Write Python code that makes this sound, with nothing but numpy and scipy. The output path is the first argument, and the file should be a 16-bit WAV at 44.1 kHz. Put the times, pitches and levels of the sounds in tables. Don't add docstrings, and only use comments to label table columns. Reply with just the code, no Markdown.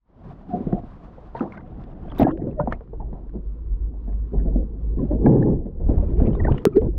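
import sys
import numpy as np
from scipy import signal
from scipy.io import wavfile
from scipy.ndimage import uniform_filter1d, minimum_filter1d

SR = 44100
rng = np.random.default_rng(int(sys.argv[2]) if len(sys.argv) > 2 else 0)


def transcribe(signal):
    frames = np.atleast_2d(signal).T
    limited = np.clip(frames, -1, 1)
    pcm = np.round(limited * 32767).astype(np.int16)
    wavfile.write(sys.argv[1], SR, pcm)


N = 307818
TIME = np.arange(N) / SR


def amp(db):
    return 10 ** (np.asarray(db) / 20)


def unit(x):
    return x / np.sqrt(np.mean(x ** 2) + 1e-20)


def level(rows):
    return amp(np.interp(TIME, *np.transpose(rows)))


def colour(x, points):
    hz, db = np.transpose(points)
    f = abs(np.fft.fftfreq(8192, 1 / SR))
    log_gain = np.log(amp(np.interp(np.log(f + 1), np.log(hz), db)))
    taps = np.fft.ifft(np.exp(np.conj(signal.hilbert(log_gain)))).real
    causal_taps = taps[:len(taps) // 2]
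    return unit(signal.oaconvolve(x, causal_taps)[:len(x)])


def drift(hz):
    at = np.arange(0, N, SR / hz / 2)
    return unit(np.interp(np.arange(N), at, rng.standard_normal(N)[:len(at)]))


def add(mix, s, sound):
    part = mix[max(round(s * SR), 0):][:len(sound)]
    part += sound[:len(part)]


def ring(t, hz, t60):
    return np.sin(2 * np.pi * hz * t) * np.exp(-np.log(1000) * t / t60)


def patter(per_s, spread_db):
    size = amp(spread_db * np.minimum(rng.exponential(1, N), 3))
    sign = rng.choice([-1, 1], N)
    struck = rng.random(N) < per_s / SR
    return unit(size * sign * struck)


def crowd(lo_hz, hi_hz, cycles, per_s, spread_db, count=28):
    t, out = np.arange(SR // 6) / SR, np.zeros(N)
    for hz in np.geomspace(lo_hz, hi_hz, count):
        t60 = cycles / hz
        onset = 1 - np.exp(-t * hz)
        bubble = ring(t, hz * (1 + .08 * t / t60), t60) * onset
        out += signal.oaconvolve(patter(per_s, spread_db), hz * bubble)[:N]
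    return unit(out)


# (t/s, level/dB before rocking)
FLOW_LEVEL = [(0, -74), (0.22, -46), (0.8, -34), (1.42, -48.5), (2.0, -34), (2.35, -35.5), (2.7, -31.5),
              (2.9, -36), (2.97, -29.5), (3.25, -33.5), (3.45, -29), (3.55, -32.5), (3.68, -21),
              (3.86, -25.5), (3.95, -27.5), (4.2, -23.5), (4.31, -32.5), (4.38, -11.5), (4.54, -21),
              (4.63, -23), (4.8, -26), (5.14, -18), (5.25, -24.5), (5.5, -20.5), (5.7, -31), (5.95, -16.5),
              (6.5, -18.5), (6.7, -45), (6.84, -17), (6.98, -22.5)]
# (f/Hz, relative level per Hz/dB)
BUFFET_SPECTRUM = [(10, -18), (25, 4.5), (50, -1), (70, -1.5), (100, -10), (160, -19.5), (400, -93.5)]
ROCK_HZ, CREST_S = 2.681, 3.84
ROCK_HZ_PER_S, ROCK_DB = 0.25, 3
THROB_UNEVEN_DB = 2


def flow(throb_hz=50.06, wander=0.055, throb_db=-1, buffet_db=-1):
    steady = np.interp(TIME, [2.4, 3.5, 4.9, 5.4], [0.2, 0.81, 0.8, 0.045]).clip(0, 1)
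    turns = np.cumsum(throb_hz * (1 + wander * drift(hz=9.2))) / SR
    uneven = amp(THROB_UNEVEN_DB * drift(hz=8.7))
    throb = amp(throb_db) * unit(np.sin(2 * np.pi * turns) * uneven)
    buffet = amp(buffet_db) * colour(rng.standard_normal(N), BUFFET_SPECTRUM)
    since = TIME - CREST_S
    rock_turns = ROCK_HZ * since + ROCK_HZ_PER_S * since ** 2 / 2
    rocking = amp(ROCK_DB * np.cos(2 * np.pi * rock_turns))
    return level(FLOW_LEVEL) * rocking * (np.sqrt(steady) * throb + np.sqrt(1 - steady) * buffet)


# (start t/s, length/s, slosh level/dB, spray level/dB)
SURGE_EVENTS = [(0.234, 0.09, -41, -56.5), (0.481, 0.32, -35.5, -56.5), (1.362, 0.064, -38.5, -48),
                (1.515, 0.052, -59, -56), (2.405, 0.085, -34, -65), (2.698, 0.03, -36, -53),
                (3.341, 0.053, -35.5, -72), (4.315, 0.33, -32.5, -77), (4.978, 0.077, -24.5, -66.5),
                (5.116, 0.055, -23.5, -76), (6.204, 0.12, -23.5, -59.5), (6.473, 0.05, -30, -54),
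                (6.754, 0.022, -20.5, -42.5), (6.808, 0.07, -22.5, -64.5)]
SURGE_ATTACK_S, SURGE_T60 = 0.0087, 0.055


def surges():
    power = np.zeros((2, N))
    for s, length, slosh_db, spray_db in SURGE_EVENTS:
        attack = np.clip((TIME - s) / SURGE_ATTACK_S, 0, 1)
        release = amp(-60 * np.clip((TIME - s - length) / SURGE_T60, 0, 2))
        power += (attack * release * amp([[slosh_db], [spray_db]])) ** 2
    return np.sqrt(power)


# (t/s, slosh level/dB)
WATER_LEVEL = [(0, -97), (0.1, -57), (0.26, -44), (1.25, -46), (1.85, -40), (2.15, -38), (2.36, -34.5),
               (2.47, -28.5), (2.56, -39), (2.8, -49), (3.1, -42.5), (3.6, -47.5), (4.9, -38.5),
               (5.55, -32), (5.76, -41.5), (5.98, -31.5), (6.5, -25), (6.6, -30), (6.72, -37), (6.84, -39),
               (6.98, -35)]
# (f/Hz, relative level per Hz/dB)
SLOSH_AIR_SPECTRUM = [(40, -16.5), (90, 10), (160, 1.5), (230, -0.5), (330, -5), (500, -11.5), (750, -9),
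                      (1050, -34.5), (1500, -37), (2200, -39.5), (3500, -42), (6000, -83)]
SLOSH_UNDER_SPECTRUM = [(50, -19.5), (100, 10.5), (150, 6.5), (380, -0.5), (470, -4), (580, -14.5),
                        (860, -25), (1020, -30), (1200, -55), (1400, -50.5), (1750, -44), (2100, -58),
                        (3300, -74.5), (6000, -100.5)]
PLUNGE_S, SUBMERGE_S = 2.19, 0.1
UNDER = np.clip((TIME - PLUNGE_S) / SUBMERGE_S, 0, 1)


def slosh(air_db=0, under_db=0, gurgle=0.3, lumpy_db=1.0):
    big = crowd(lo_hz=130.9, hi_hz=1934, cycles=47.0, per_s=24, spread_db=2.5)
    lumps = amp(lumpy_db * drift(hz=22.36))
    churn = (gurgle * big + rng.standard_normal(N) / 2) * lumps
    in_air = amp(air_db) * colour(churn, SLOSH_AIR_SPECTRUM)
    submerged = amp(under_db) * colour(churn, SLOSH_UNDER_SPECTRUM)
    strength = np.hypot(level(WATER_LEVEL), surges()[0])
    return strength * ((1 - UNDER) * in_air + UNDER * submerged)


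# (t/s, level/dB)
SWASH_LEVEL = [(5.1, -120), (5.18, -34.5), (5.256, -15.5), (5.263, -11), (5.38, -14.5), (5.44, -18),
               (5.485, -14.5), (5.53, -19.5), (5.59, -39), (5.8, -120)]
# (f/Hz, relative level per Hz/dB)
SWASH_SPECTRUM = [(50, -21.5), (130, 2), (250, 0.5), (380, -1), (490, -7), (660, -26), (830, -23),
                  (1080, -36.5), (1250, -49), (1480, -55), (1720, -48.5), (2000, -63), (3300, -77.5),
                  (6000, -100)]


def swash(swash_db=0):
    rumble = colour(rng.standard_normal(N), SWASH_SPECTRUM)
    smooth_power = uniform_filter1d(uniform_filter1d(rumble ** 2, size=500), size=500)
    strength = np.sqrt(smooth_power + 1e-9)
    even = unit(rumble / np.sqrt(strength))
    return amp(swash_db) * level(SWASH_LEVEL) * even


# (t/s, spray level/dB)
SURFACE_LEVEL = [(0, -100), (0.1, -69), (0.27, -58.5), (0.7, -61.5), (0.95, -56.5), (2.0, -61.5),
                 (2.19, -50), (2.33, -70), (2.42, -63.5), (2.8, -67.5), (3.9, -67), (5.25, -67),
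                 (5.72, -75.5), (5.92, -59), (6.56, -53), (6.98, -79)]
# (f/Hz, relative level per Hz/dB)
SPRAY_SPECTRUM = [(500, -3.5), (1000, 13.5), (1800, -3), (2400, -8.5), (3500, -13), (5000, -19.5),
                  (7500, -30.5), (15000, -53)]
CALM_UNTIL_S = 1.5


def spray(spray_db=-1, foam_db=-56, clumps_db=3):
    strength = np.hypot(level(SURFACE_LEVEL), surges()[1])
    foam = strength ** 2 / (strength ** 2 + amp(foam_db) ** 2)
    foam = foam * np.where(TIME < CALM_UNTIL_S, 0.1, 1)
    tiny = crowd(lo_hz=900, hi_hz=3600, cycles=50, per_s=14, spread_db=2.5)
    prickle = np.sqrt(foam) * tiny / 2 + np.sqrt(1 - foam) * rng.standard_normal(N)
    clumps = amp(clumps_db * np.sqrt(foam) * drift(hz=45))
    unrest = amp(1.8 * drift(hz=11))
    return amp(spray_db) * strength * unrest * colour(prickle * clumps, SPRAY_SPECTRUM)


# (start t/s, length/s, level/dB, middle f/Hz, spread of pitch/octaves)
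FIZZ_CLUSTERS = [(1.351, 0.087, -50.5, 1447, 0.23), (1.41, 0.067, -43.5, 852, 0.25),
                 (1.362, 0.018, -62, 3660, 0.25), (1.373, 0.033, -67, 2480, 0.3),
                 (1.527, 0.086, -56, 1490, 0.42), (2.231, 0.087, -49.5, 1565, 0.2),
                 (2.268, 0.04, -38.5, 1022, 0.27), (2.234, 0.069, -68, 2700, 0.12),
                 (2.307, 0.016, -63.5, 2950, 0.071), (2.403, 0.028, -66, 1660, 0.21),
                 (2.706, 0.053, -64, 1970, 0.38), (5.887, 0.028, -71, 1900, 0.48),
                 (6.189, 0.025, -64.5, 1980, 0.44), (4.381, 0.033, -61, 1650, 0.11),
                 (6.252, 0.026, -54.5, 2160, 0.12), (6.324, 0.03, -71, 3160, 0.2),
                 (6.438, 0.03, -49.5, 1790, 0.1), (6.499, 0.076, -53, 1114, 0.19),
                 (6.52, 0.083, -63.5, 2560, 0.27), (6.754, 0.024, -52, 2420, 0.55)]
FIZZ_PER_S = 260


def fizzes(fizz_db=0, cycles=22, spread_db=3, chirp=0.043):
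    t, out = np.arange(SR // 30) / SR, np.zeros(N)
    for s, length, db, middle_hz, octaves in FIZZ_CLUSTERS:
        count = int(FIZZ_PER_S * length) + 2
        cluster = np.zeros(round(length * SR) + len(t))
        for k, (when, pitch, size) in enumerate(rng.random((100, 3))[:count]):
            hz = middle_hz * 2 ** (octaves * 2 * (pitch - .5) * np.sqrt(3))
            t60 = cycles / hz
            onset = 1 - np.exp(-(t * hz / 2) ** 2)
            ping = ring(t, hz * (1 + chirp * np.minimum(t / t60, 1)), t60) * onset
            add(cluster, length * (k + when) / count, ping * amp(-spread_db * np.log(size + .05)))
        tail_share = np.sqrt(length * SR / len(cluster))
        add(out, s, amp(db + fizz_db) * unit(cluster) * tail_share)
    return out


# (f/Hz, relative level per Hz/dB)
SPATTER_SPECTRUM = [(700, 3), (1700, 4.5), (3300, -8.5), (5000, -15.5), (8000, -38.5), (15000, -43)]
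# (t/s, level/dB before ping and scatter gains, starting f/Hz, t60/s)
DROP_EVENTS = [(1.395, -32.5, 2650, 0.016), (1.522, -31, 2130, 0.025), (1.573, -34, 2070, 0.032),
               (1.838, -54, 3500, 0.022), (2.1, -43, 3350, 0.031), (2.116, -37, 3130, 0.019),
               (2.189, -26, 3650, 0.014), (2.373, -43, 1590, 0.019), (2.512, -48, 2600, 0.017),
               (2.732, -35.5, 2110, 0.042), (4.088, -58, 1640, 0.069), (5.425, -40, 1754, 0.052),
               (6.263, -38, 2290, 0.022), (6.332, -44, 2980, 0.02), (6.351, -51, 3600, 0.045),
               (6.448, -43, 2010, 0.036), (6.52, -31.5, 2880, 0.016), (6.579, -30.5, 2890, 0.022),
               (6.664, -20, 1297, 0.045), (6.733, -49, 2320, 0.044)]
SCATTER_T60 = 0.039


def drops(ping_db=-4, scatter_db=-18, rise=0.00062, chirp=0.71):
    t, out = np.arange(SR // 8) / SR, np.zeros(N)
    scatter = colour(patter(per_s=2500, spread_db=2), SPATTER_SPECTRUM)
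    tremble = drift(hz=250)
    onset = 1 - np.exp(-(t / rise) ** 2)
    for s, db, hz, t60 in DROP_EVENTS:
        at = rng.integers(N - len(t)) + np.arange(len(t))
        ping = amp(ping_db) * np.sin(2 * np.pi * hz * t * (1 + chirp * t) + .5 * tremble[at])
        fine = scatter[at] * amp(db + scatter_db - 60 * t / SCATTER_T60)
        add(out, s, (ping * amp(db - 60 * t / t60) + fine) * onset)
    return out


# (t/s, level/dB before the common gain, top of the ring f/Hz)
TICK_EVENTS = [(0.726, -23.5, 1700), (1.350, -22.5, 1600), (1.394, -38, 2960), (1.406, -23, 1400),
               (1.523, -50, 3050), (1.575, -36.5, 2300), (1.838, -49, 4700), (2.12, -27, 1700),
               (2.149, -46.5, 4600), (2.161, -49, 5200), (2.17, -47.5, 5000), (2.205, -40, 3200),
               (2.216, -31, 3100), (2.229, -20, 3300), (2.281, -52, 5860), (2.311, -55, 5800),
               (2.373, -42.5, 3100), (2.528, -39.5, 2000), (2.598, -29, 1420), (2.659, -50, 2500),
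               (2.674, -38, 2000), (2.723, -15, 2050), (2.725, -27, 3450), (2.749, -45, 2400),
               (2.807, -39, 1700), (2.875, -39, 1300), (2.932, -65, 2000), (3.128, -47, 2000),
               (3.294, -42.5, 1750), (4.128, -44.5, 2100), (5.260, -23.5, 2300), (5.323, -44.5, 3200),
               (5.422, -35, 2000), (5.887, -28, 1100), (6.103, -51, 2000), (6.195, -38, 3100),
               (6.28, -43, 2400), (6.332, -21.5, 1050), (6.351, -20, 1100), (6.401, -35, 1900),
               (6.521, -31, 3000), (6.551, -46.5, 3800), (6.581, -30, 3000), (6.604, -48, 3700),
               (6.765, -19, 1590), (6.768, -37, 5000), (6.77, -34.5, 4470), (6.815, -46, 3400)]
# (multiple of its top frequency, relative level per Hz/dB)
TICK_SPECTRUM = [(0.1, -10), (0.35, 12), (0.701, -1.5), (1, -4.5), (1.3, -22), (2.201, -30), (4.999, -61)]


def ticks(tick_db=-1, tick_t60=0.019, rise=0.00059):
    t, out = np.arange(SR // 16) / SR, np.zeros(N)
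    onset = 1 - np.exp(-(t / rise) ** 2)
    for s, db, hz in TICK_EVENTS:
        spectrum = [(k * hz, ring_db) for k, ring_db in TICK_SPECTRUM]
        crack = colour(rng.standard_normal(len(t)), spectrum)
        add(out, s, crack * amp(db + tick_db - 60 * t / tick_t60) * onset)
    return out


# (t/s, step level/dB)
SNAP_EVENTS = [(2.1846, -28), (2.7277, -42), (6.6535, -4.5)]


def snaps(port_hz=435, port_t60=0.057):
    t, out = np.arange(SR // 20) / SR, np.zeros(N)
    for s, db in SNAP_EVENTS:
        add(out, s, np.cos(2 * np.pi * port_hz * t) * amp(db - 60 * t / port_t60))
    return out


def plunge(splash_db=-39, closing=0.044, spit_db=-24, spit_t60=0.4, squirt_db=-40, squirt_t60=0.0295,
           thump_db=-14, thump_hz=60, thump_t60=0.13):
    t = np.arange(SR // 4) / SR
    spatter = colour(patter(per_s=3000, spread_db=3)[:len(t)], SPATTER_SPECTRUM)
    spit = amp(spit_db - 60 * t / spit_t60)
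    still_open = 1 / (1 + (t / closing) ** 16)
    splash = spatter * amp(splash_db) * np.minimum(t / .008, 1) * (spit + still_open)
    # (f/Hz, relative level per Hz/dB)
    squirt_spectrum = [(9000, -43.0), (11200, -22), (12000, 1.0), (15500, -8), (16500, -26)]
    hiss = colour(rng.standard_normal(len(t)), squirt_spectrum)
    thump = amp(thump_db) * ring(np.maximum(t - closing / 2, 0), thump_hz, thump_t60)
    return splash + thump + hiss * amp(squirt_db - 60 * t / squirt_t60)


# (t/s where swell turns to decay, level/dB before pinch and unrest, f/Hz before pinch and glide,
# swell/s, t60/s, initial glide/octaves per s, force of the pinch-off 0-1)
BUBBLE_EVENTS = [(0.511, -31.5, 765, 0.0052, 0.1, -2, 0.08), (0.540, -19, 718, 0.008, 0.12, 0.5, 0.16),
                 (0.729, -22.5, 700, 0.0045, 0.031, 1.5, 0), (0.752, -37, 724, 0.0057, 0.26, 0, 0),
                 (0.783, -28, 692, 0.0093, 0.083, -0.5, 0), (1.355, -24.5, 930, 0.0029, 0.056, -0.5, 0.05),
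                 (1.373, -35, 1040, 0.0037, 0.18, -5, 0.05), (1.376, -39, 673, 0.004, 0.16, 5, 0),
                 (1.408, -26, 1250, 0.00046, 0.022, -1.5, 0), (1.43, -26, 335, 0.005, 0.2, 0.5, 0.26),
                 (1.58, -34.5, 1520, 0.002, 0.028, 0.8, 0.03), (1.593, -44, 950, 0.003, 0.07, -2, 0.13),
                 (2.247, -34, 1720, 0.0012, 0.048, -6, 0.27), (2.270, -11, 790, 0.0011, 0.024, -2.5, 0.46),
                 (2.273, -20, 601, 0.0034, 0.088, 4.5, 0), (2.284, -31.5, 1000, 0.003, 0.053, -0.5, 0.4),
                 (2.283, -37.5, 1836, 0.0013, 0.022, 3, 0.2), (2.293, -18, 330, 0.005, 0.055, -0.5, 0.4),
                 (2.31, -38, 1390, 0.004, 0.025, 1.5, 0.2), (2.309, -44, 1850, 0.002, 0.03, 2, 0.1),
                 (2.314, -21.5, 318, 0.0027, 0.1, 1.5, 0.2), (2.335, -23, 330, 0.004, 0.11, -1, 0),
                 (2.326, -27.5, 520, 0.0046, 0.046, 3.5, 0.1), (2.348, -37, 624, 0.004, 0.06, -2, 0.3),
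                 (2.358, -25, 368, 0.0027, 0.047, 1, 0.1), (2.38, -31, 532, 0.0042, 0.069, -5, 0.2),
                 (2.397, -35, 680, 0.003, 0.084, 3, 0.1), (2.444, -27, 400, 0.0032, 0.053, 1, 0),
                 (2.496, -27, 230, 0.003, 0.047, 1, 0.05), (2.474, -26.5, 560, 0.0016, 0.062, -3.5, 0.1),
                 (2.598, -16, 612, 0.0086, 0.12, -1, 0.72), (2.599, -14.5, 975, 0.00032, 0.033, 3, 0.02),
                 (2.599, -30.5, 1386, 0.0018, 0.074, 5, 0.22), (2.606, -48.5, 1850, 0.011, 0.02, 0, 0),
                 (2.675, -13, 727, 0.00066, 0.019, 2.5, 0.06), (2.686, -36, 850, 0.003, 0.039, -13, 0.1),
                 (2.714, -35, 1050, 0.0021, 0.045, 11.5, 0.22), (2.725, -21, 717, 0.00086, 0.01, 4.5, 0.17),
                 (2.725, -25, 1250, 0.001, 0.013, 5, 0.15), (2.726, -29, 1800, 0.0036, 0.035, 5, 0),
                 (2.728, -64, 3250, 0.0095, 0.062, -5, 0.4), (3.004, -35, 940, 0.0027, 0.029, 6.5, 0.57),
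                 (3.026, -37, 800, 0.0041, 0.055, 6, 0.16), (4.345, -39.5, 775, 0.0058, 0.083, 4.5, 0),
                 (4.488, -34.5, 660, 0.014, 0.051, -1, 0.36), (4.56, -28, 650, 0.004, 0.031, 3, 0),
                 (4.994, -40.5, 1050, 0.0031, 0.087, -3.5, 0), (5.112, -26, 598, 0.0093, 0.22, 1.5, 0.42),
                 (5.264, -23.5, 850, 0.003, 0.059, -3, 0.14), (5.263, -30, 1740, 0.001, 0.032, -1.5, 0.13),
                 (5.427, -35.5, 1716, 0.00078, 0.022, -2, 0.17),
                 (5.907, -29.5, 680, 0.0031, 0.033, 0.5, 0.63), (6.03, -26, 590, 0.0029, 0.073, -3.5, 0.22),
                 (6.2, -25.5, 700, 0.0016, 0.079, -4.5, 0.13), (6.277, -25, 660, 0.0039, 0.037, 0, 0.02),
                 (6.403, -32.5, 1930, 0.0032, 0.026, -6, 0.1), (6.449, -26, 1880, 0.0015, 0.028, 1, 0.02),
                 (6.465, -39, 1860, 0.004, 0.06, -1, 0), (6.472, -26.5, 1550, 0.0013, 0.028, -2, 0),
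                 (6.483, -22, 880, 0.0012, 0.055, 7.5, 0.39), (6.496, -27.5, 1020, 0.0051, 0.026, 8, 0.13),
                 (6.671, 0, 191, 0.0018, 0.013, 1.5, 0.17), (6.671, -9, 410, 0.0057, 0.058, 2, 1),
                 (6.728, -46, 1320, 0.0015, 0.12, -3.5, 0.07), (6.771, -1, 412, 0.0068, 0.088, 4.5, 1),
                 (6.84, -33.5, 470, 0.011, 0.1, 0.5, 0), (6.89, -19, 348, 0.0084, 0.051, 2, 0.3)]
MID_HZ = 700
GLIDE_S, UNREST_DB = 0.11, 1.3
PINCH_S, PINCH_DB, PINCH_SAG = 0.0038, 8, 0.19


def bubbles(bubble_db=0.1, wobble=0.016):
    t, out = np.arange(-SR // 16, SR // 5) / SR, np.zeros(N)
    shake, squeeze = drift(hz=110), drift(hz=130)
    for s, db, hz, swell, t60, glide, force in BUBBLE_EVENTS:
        at = rng.integers(N - len(t)) + np.arange(len(t))
        toss = np.sqrt(hz / MID_HZ)
        pinch = force * np.exp(-(t / PINCH_S) ** 2)
        gliding_hz = hz * 2 ** (glide * GLIDE_S * np.tanh(t / GLIDE_S))
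        pitch = gliding_hz * (1 + wobble * toss * shake[at] - PINCH_SAG * pinch)
        growth, decay = t / swell, -np.log(1000) * t / t60
        envelope = np.exp(-np.logaddexp(-2 * growth, -2 * decay) / 2)
        size = amp(db + bubble_db + PINCH_DB * pinch + UNREST_DB * toss * squeeze[at])
        add(out, s + t[0], size * envelope * np.sin(2 * np.pi * np.cumsum(pitch) / SR))
    return out


# (f/Hz, relative level per Hz/dB)
WAKE_SPECTRUM = [(40, -23), (110, -3), (200, 12), (330, 3), (480, 1.5), (700, -12.5), (1000, -37),
                 (1400, -35), (2200, -49.5), (5000, -72), (9000, -100)]
SLAP_SPECTRUM = [(250, -17.5), (520, 7), (720, 8.5), (1000, -1.5), (1300, -24), (1800, -23.5), (2500, -41),
                 (4000, -51.5), (8000, -85), (12000, -100)]
# (t/s, strength/dB, f/Hz, share of wet slap/dB, t60 of slap and wake/s)
KNOCK_EVENTS = [(0.535, -13, 204, -35, 0.36), (0.605, -16, 237, -33, 0.048), (0.668, -12, 178, -38, 0.14),
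                (0.729, -5.5, 183, -28.5, 0.12), (0.834, -25, 232, -15, 0.089), (1.18, -37.5, 503, 2, 0.11),
                (1.348, -28.5, 447, -5, 0.16), (1.407, -13, 246, -12, 0.27),
                (1.572, -50.5, 406, 16.5, 0.077), (2.021, -25.5, 151, -29, 0.051),
                (2.196, -3.5, 257, -8.5, 0.088), (2.207, -5, 278, -9, 0.074),
                (2.217, -2.5, 245.5, -2, 0.04), (2.228, -4, 141.4, -11, 0.089),
                (2.248, -7.5, 304, -21, 0.06), (2.275, -11.5, 266, -12.5, 0.13),
                (2.418, -17, 327, -33, 0.19), (2.468, -16, 312, -45, 0.29),
                (2.602, -11.5, 151.5, -8, 0.096), (2.634, -20, 172, -23, 0.045),
                (2.657, -31, 427, -4.5, 0.11), (2.676, -14.5, 235, -8.5, 0.097),
                (2.724, -21.5, 134, -9, 0.16), (2.807, -34.5, 458, -1.5, 0.07),
                (2.931, -26.5, 447, -11, 0.086), (2.999, -29.5, 187, -6.5, 0.27),
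                (3.128, -26, 177, -4.5, 0.073), (3.15, -36, 300, -3.5, 0.32),
                (3.336, -33, 434, -10.5, 0.091), (3.352, -25, 359, -24.5, 0.24),
                (3.935, -39.5, 338, -8.5, 0.31), (4.074, -25.5, 210, -16, 0.29),
                (4.333, -23, 408, -14, 0.31), (4.456, -14.5, 200, -35, 0.19),
                (4.558, -12.5, 233, -36, 0.19), (4.971, -21.5, 255, -29, 0.085),
                (5.109, -14, 314, -15.5, 0.17), (5.262, -12.5, 233, -2.5, 0.12),
                (5.655, -14, 182, -33.5, 0.13), (5.798, -22.5, 222, -24, 0.98),
                (5.89, -8, 291, -24.5, 0.37), (5.975, -17.5, 130, -14, 0.17),
                (6.026, -25, 114, -11.5, 0.22), (6.197, -27, 109, -1, 0.19), (6.216, -9.5, 235, -35, 0.28),
                (6.281, -7.5, 215, -21, 0.04), (6.401, -19.5, 363, -4.5, 0.077),
                (6.449, -16.5, 307, -8, 0.17), (6.481, -21, 420, -4, 0.1), (6.512, -3.5, 128, -15, 0.042),
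                (6.541, -12.5, 134, -11, 0.047), (6.818, -20, 484, -8.5, 0.085)]


def knocks(push_db=1, push_t60=0.056, wake_db=-10, slap_db=-5, rise=0.002):
    t, out = np.arange(SR // 3) / SR, np.zeros(N)
    wake = colour(rng.standard_normal(N), WAKE_SPECTRUM)
    slap = colour(rng.standard_normal(N), SLAP_SPECTRUM)
    onset = 1 - np.exp(-(t / rise) ** 2)
    for s, db, hz, wet_db, t60 in KNOCK_EVENTS:
        at = rng.integers(N - len(t)) + np.arange(len(t))
        push = amp(push_db) * ring(t, hz, push_t60)
        water = wake[at] * amp(wake_db) + slap[at] * amp(slap_db + wet_db)
        add(out, s, amp(db) * (push + water * amp(-60 * t / t60)) * onset)
    return out


def scene():
    mix = flow() + slosh() + swash() + spray()
    mix += fizzes() + drops() + ticks() + snaps()
    add(mix, PLUNGE_S, plunge())
    mix += bubbles() + knocks()
    return mix[None]


CEILING, EDGE_HZ = 0.76, 16100


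def record(dry):
    allowed = CEILING / np.maximum(abs(dry), CEILING)
    lowest = minimum_filter1d(allowed, size=300)
    gain = uniform_filter1d(uniform_filter1d(lowest, size=150), size=150)
    low_pass = signal.firwin(255, EDGE_HZ, window=("kaiser", 9), fs=SR)
    return signal.oaconvolve(dry * gain, low_pass[None], "same")


dry = scene()
out = record(dry)
transcribe(out)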